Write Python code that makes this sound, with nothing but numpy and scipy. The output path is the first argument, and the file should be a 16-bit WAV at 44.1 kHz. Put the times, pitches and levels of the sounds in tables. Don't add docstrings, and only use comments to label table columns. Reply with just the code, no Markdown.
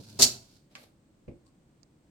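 import sys
import numpy as np
from scipy import signal
from scipy.fft import rfft, irfft, next_fast_len
from scipy.io import wavfile

SR = 44100
rng = np.random.default_rng(int(sys.argv[2]) if len(sys.argv) > 2 else 0)


def put_to_file(sound):
    columns = np.atleast_2d(sound).T
    safe = np.clip(columns, -1, 1)
    whole_steps = np.round(safe * 32767)
    wavfile.write(sys.argv[1], SR, whole_steps.astype(np.int16))


N = 92610
T = np.arange(N) / SR

# start_s, wire_db, tub_db, left_over_right_db
STOP_HITS = [(0.1892, -38, -46.5, -5), (0.1905, -25.5, -34.5, 0), (0.1962, -22.5, -32.5, -3.5),
             (0.203, -26.5, -34, -8), (0.2104, -15.5, -43.5, -3), (.2155, -23, -43.5, -3),
             (0.2207, -10.5, -41.5, 1.5), (.226, -12.5, -45.5, -3.5), (.2355, -15.5, -36, -3),
             (0.254, -41, -39, -3.5)]
# frequency_hz, level_db
CLASH_SPECTRUM = [(400, -18.5), (800, -21.5), (1600, -20), (2500, -13.5), (3200, -8.5), (4100, -2),
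                  (5400, 0), (7300, -1), (9000, -9.5), (12000, -14), (15800, -19.5)]
# pitch_hz, level_db
WIRE_MODES = [(2734, -31), (3130, -24), (3597, -25.5), (3766, -29), (4048, -22.5), (4141, -22),
              (4760, -25.5), (4936, -17), (5056, -19), (5194, -22.5), (5256, -14.5), (5441, -13.5),
              (5640, -26.5), (6072, -23.5), (6118, -25), (6534, -24), (6880, -26.5), (7060, -24.5),
              (7255, -16), (7804, -23.5), (9152, -25), (12300, -27)]
# pitch_hz, level_db, t60_s
TUB_MODES = [(88, -15.5, .25), (127.8, -6.5, .35), (175.3, -16, .25), (244, -8, .25), (335, -13, 0.28),
             (392.5, -1.5, .15), (594.6, -4, 0.171), (670.3, -4, .15), (1298, -13.5, .15)]
# frequency_hz, level_db
PANEL_SPECTRUM = [(25, -28.5), (70, -6.5), (150, -6), (400, -5.5), (800, -10.5), (1500, -13.5),
                  (4000, -44.5)]

# start_s, level_db
SNAP_HITS = [(0.753, -32), (.757, -41), (0.766, -49.5)]
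# frequency_hz, level_db
SNAP_SPECTRUM = [(180, -18), (400, -5), (800, -19), (1200, 0.5), (2000, 3.5), (3000, 1.5), (4100, -6),
                 (5200, -6), (7500, -12), (10000, -22), (15800, -30)]
# pitch_hz, level_db, t60_s
RAIL_MODES = [(252, -15.5, 0.2), (607, -23.5, 0.44), (786, -18.5, 0.32), (1144, -14.5, 0.15),
              (1556, -14.5, 0.16), (2146, -22, 0.24), (2256, -30, 0.1)]

# start_s, level_db
BUMP_HITS = [(1.2791, -35.5), (1.313, -46.5)]
# frequency_hz, level_db
BUMP_SPECTRUM = [(25, -22), (65, 6), (140, -1), (220, 3.5), (380, -1.5), (600, -8), (900, -24), (1700, -39),
                 (2250, -24.5), (2800, -32), (3400, -42), (6000, -48), (12000, -67)]
# pitch_hz, level_db, t60_s
CABINET_MODES = [(67.5, -4, 0.13), (127.85, -7.5, .18), (216.7, -16, 0.11), (334, -1.5, 0.14),
                 (558, -16.5, 0.24), (2240, -41, 0.057), (2750, -37, 0.079)]

# time_s, rumble_db, rattle_db
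ROLL_LEVELS = [(0, -41, -55.5), (.04, -58, -59), (.08, -53.5, -59), (.1, -58.5, -54), (.15, -52.5, -60.5),
               (.19, -56.5, -57.5), (.36, -60, -61.5), (.47, -69, -66), (.57, -63.5, -64.5),
               (.61, -91, -76.5), (.7, -79, -90)]
# frequency_hz, level_db
RUMBLE_SPECTRUM = [(25, -31.5), (70, -17.5), (105, 2), (150, -11), (210, -4.5), (350, -15.5), (600, -20),
                   (1200, -38.5), (3000, -59)]
# frequency_hz, level_db
RATTLE_SPECTRUM = [(530, -44), (900, -9), (1210, -24.5), (1450, -8), (1960, -26), (2110, -15.5),
                   (3570, -9.5), (4280, -3), (7980, -13.5), (12900, -20), (15800, -29.5)]

# time_s, body_db, hiss_db
SLIDE_LEVELS = [(.69, -95.5, -100), (.715, -66.5, -78), (.745, -71.5, -84.5), (.775, -59.5, -69.5),
                (.81, -58.5, -64), (.84, -59, -68), (.87, -70.5, -78.5), (.93, -88, -87), (1, -110, -110)]
# frequency_hz, level_db
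SCRAPE_SPECTRUM = [(150, -13.5), (270, -1.5), (400, -5), (570, 2), (800, -4.5), (1000, -10.5), (1180, -6.5),
                   (1400, -13), (2100, -9), (3200, -10), (4200, -6), (5300, -11.5), (8000, -20),
                   (11000, -45.5)]
# frequency_hz, level_db
HISS_SPECTRUM = [(4000, -23.5), (8000, -0.5), (12500, -0.5), (15800, -11.5)]

# start_s, level_db
TICK_HITS = [(1.8315, -53)]
# frequency_hz, level_db
TICK_SPECTRUM = [(800, -20.5), (2000, -13), (3300, -34), (4300, -6), (5000, 0.5), (5700, -11), (7000, -8),
                 (9000, -31), (15000, -36.5)]
# peak_s, half_width_s, level_db
RUB_STROKES = [(1.47, 0.018, -66.5), (2.047, .015, -82)]
# frequency_hz, level_db
RUB_SPECTRUM = [(700, -22), (980, -3), (1090, 19), (1220, -13), (1500, -17), (3300, -11), (4500, 2),
                (6300, -10), (8400, 2), (10000, -23), (15000, -22.5)]

# frequency_hz, level_db
ROOM_TONE_SPECTRUM = [(15, -33.5), (25, -2), (110, -6), (144, 0), (205, -4), (248, -5), (333, -4),
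                      (371, -11), (425, -13.5), (572, -14), (620, -18), (955, -22), (1870, -27.5),
                      (5820, -35), (8490, -29.5), (9720, -45), (15800, -44)]
# frequency_hz, correlation
MIC_CORRELATION = [(60, 0.89), (170, 1), (350, .72), (700, 0.5), (1400, -0.059), (3000, 0.16),
                   (6000, 0.083), (15000, .1)]
# frequency_hz, t60_s
ROOM_DECAY = [(100, 0.64), (300, 0.42), (700, 0.48), (2000, 0.34), (5000, .29), (13000, 0.27)]

LOW_CUT_HZ, TOP_HZ = 20, 16000


def rack_crash():
    hz = np.arange(110, TOP_HZ, 110)
    ripple_db = 3.5 * rng.standard_normal(len(hz))
    crowded_modes = np.column_stack([hz, along(CLASH_SPECTRUM, hz) + ripple_db])
    impacts = np.zeros((2, N))
    for start_s, wire_db, tub_db, side_db in STOP_HITS:
        strike = blow(start_s, t60_s=0.094, attack_s=0.0004)
        chatter = amp(-30) * blow(start_s, t60_s=0.43, attack_s=0.01)
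        clash = noise(crowded_modes) * grains(per_s=2600, life_s=0.00071)
        impacts += amp(wire_db) * pan(side_db) * clash * (strike + chatter)
        impacts += amp(tub_db - 2) * noise(PANEL_SPECTRUM) * blow(start_s, t60_s=0.15, attack_s=0.00077)
    wire_hits, tub_hits = [(s, db) for s, db, _, _ in STOP_HITS], [(s, db) for s, _, db, _ in STOP_HITS]
    wire_t60_s = 0.11
    wires = ring([(pitch_hz, db, wire_t60_s) for pitch_hz, db in WIRE_MODES], wire_hits, width_hz=10)
    tub = ring(TUB_MODES, tub_hits, width_hz=6)
    return impacts + pan(-1.5) * wires + tub


def catch_snap():
    snaps = np.zeros((2, N))
    for start_s, db in SNAP_HITS:
        snap = direct(SNAP_SPECTRUM, lag_s=0.00009) * blow(start_s, t60_s=0.00693, attack_s=0.000197)
        tub_echo = noise(SNAP_SPECTRUM) * blow(start_s, t60_s=0.1045, attack_s=0.0013)
        snaps += amp(db) * (pan(-6.5) * snap + amp(-12.5) * tub_echo)
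    return snaps + amp(-9.5) * ring(RAIL_MODES, SNAP_HITS, width_hz=8.4)


def cabinet_bumps():
    bumps = ring(CABINET_MODES, BUMP_HITS, width_hz=17.6)
    for start_s, db in BUMP_HITS:
        bumps += amp(db) * noise(BUMP_SPECTRUM) * blow(start_s, t60_s=0.11, attack_s=0.00078)
    return bumps


def rolling_wheels():
    rumble_gain, rattle_gain = gains(ROLL_LEVELS)
    rumble = noise(RUMBLE_SPECTRUM)
    rattle = noise(RATTLE_SPECTRUM) * grains(per_s=2200, life_s=0.0027)
    return rumble_gain * rumble + rattle_gain * pan(-2.5) * rattle


def rail_scrape():
    body_gain, hiss_gain = gains(SLIDE_LEVELS)
    friction = body_gain * noise(SCRAPE_SPECTRUM) + hiss_gain * noise(HISS_SPECTRUM)
    return friction * grains(per_s=4800, life_s=0.002)


def fitting_tick():
    envelope = sum(amp(db) * blow(start_s, t60_s=0.01327, attack_s=0.00031) for start_s, db in TICK_HITS)
    return pan(-16.5) * direct(TICK_SPECTRUM, lag_s=0.00032) * envelope


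def rack_rubs():
    rubs = sum(amp(db) * noise(RUB_SPECTRUM) * np.exp(-((T - peak_s) / half_width_s) ** 2)
               for peak_s, half_width_s, db in RUB_STROKES)
    return rubs * grains(per_s=650, life_s=0.002)


def room_tone():
    return amp(-63.5) * noise(ROOM_TONE_SPECTRUM)


def room(sound, wet_db):
    white = noise([(20, 0), (20000, 0)])[:, :SR // 2]
    hz, t, bands = signal.stft(white, SR, nperseg=256)
    decay = np.exp(-np.log(1000) * t / along(ROOM_DECAY, hz)[:, None])
    build_up = 1 - np.exp(-t / 0.0073)
    _, tail = signal.istft(bands * decay * build_up, SR, nperseg=256)
    tail /= np.linalg.norm(tail[0])
    return sound + amp(wet_db) * signal.fftconvolve(sound, tail, axes=1)[:, :N]


def ring(modes, hits, width_hz):
    ringing = np.zeros((2, N))
    smoothing = signal.butter(2, 92, fs=SR)
    for hz, db, t60_s in modes:
        energy = sum((amp(hit_db) * blow(s, t60_s, attack_s=0.0015)) ** 2 for s, hit_db in hits)
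        waver = signal.lfilter(*smoothing, rng.standard_normal((2, N)))
        shared_drift, side_drift = np.cumsum(waver, axis=1) * np.sqrt(2 * np.pi * width_hz / SR)
        spread = stereo_angle(hz) * np.sin(side_drift) / np.sqrt(2)
        phase = 2 * np.pi * hz * T + shared_drift + np.array([spread, -spread])
        ringing += amp(db) * np.sqrt(energy) * np.sin(phase)
    return ringing


def blow(start_s, t60_s, attack_s):
    age_s = np.maximum(T - start_s, 0)
    return (1 - np.exp(-age_s / attack_s)) * np.exp(-np.log(1000) * age_s / t60_s)


def grains(per_s, life_s):
    contacts = (rng.random(N) < per_s / SR) * rng.exponential(size=N)
    energy = signal.lfilter([1], [1, -np.exp(-1 / (life_s * SR))], contacts)
    return unit_rms(np.sqrt(energy))


def noise(spectrum):
    hz = np.fft.rfftfreq(N, 1 / SR)
    angle = stereo_angle(hz) / 2
    coloured = rfft(rng.standard_normal((2, N))) * amp(along(spectrum, hz))
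    mid, side = irfft(coloured * [np.cos(angle), np.sin(angle)], N)
    return unit_rms(np.array([mid + side, mid - side]))


def direct(spectrum, lag_s):
    right = noise(spectrum)[0]
    return np.array([np.roll(right, round(lag_s * SR)), right])


def stereo_angle(hz):
    return np.arccos(np.clip(along(MIC_CORRELATION, hz), -1, 1))


def pan(left_over_right_db):
    return amp([[left_over_right_db / 2], [-left_over_right_db / 2]])


def gains(rows):
    time_s, *columns = np.transpose(rows)
    return [amp(np.interp(T, time_s, db)) for db in columns]


def along(points, hz):
    point_hz, values = np.transpose(points)
    return np.interp(np.log(hz + 1), np.log(point_hz + 1), values)


def amp(db):
    return 10 ** (np.asarray(db) / 20)


def unit_rms(x):
    return x / np.sqrt(np.mean(x ** 2) + 1e-20)


def scene():
    handling = rolling_wheels() + catch_snap() + rail_scrape() + cabinet_bumps() + rack_rubs()
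    return room(rack_crash(), wet_db=-13) + room(handling, wet_db=-13) + fitting_tick() + room_tone()


def record(dry):
    padded = next_fast_len(N + SR // 2)
    hz = np.fft.rfftfreq(padded, 1 / SR)
    low_cut = hz ** 2 / (hz ** 2 + LOW_CUT_HZ ** 2)
    return irfft(rfft(dry, padded) * low_cut * (hz < TOP_HZ), padded)[:, :N]


dry = scene()
out = record(dry)
put_to_file(out)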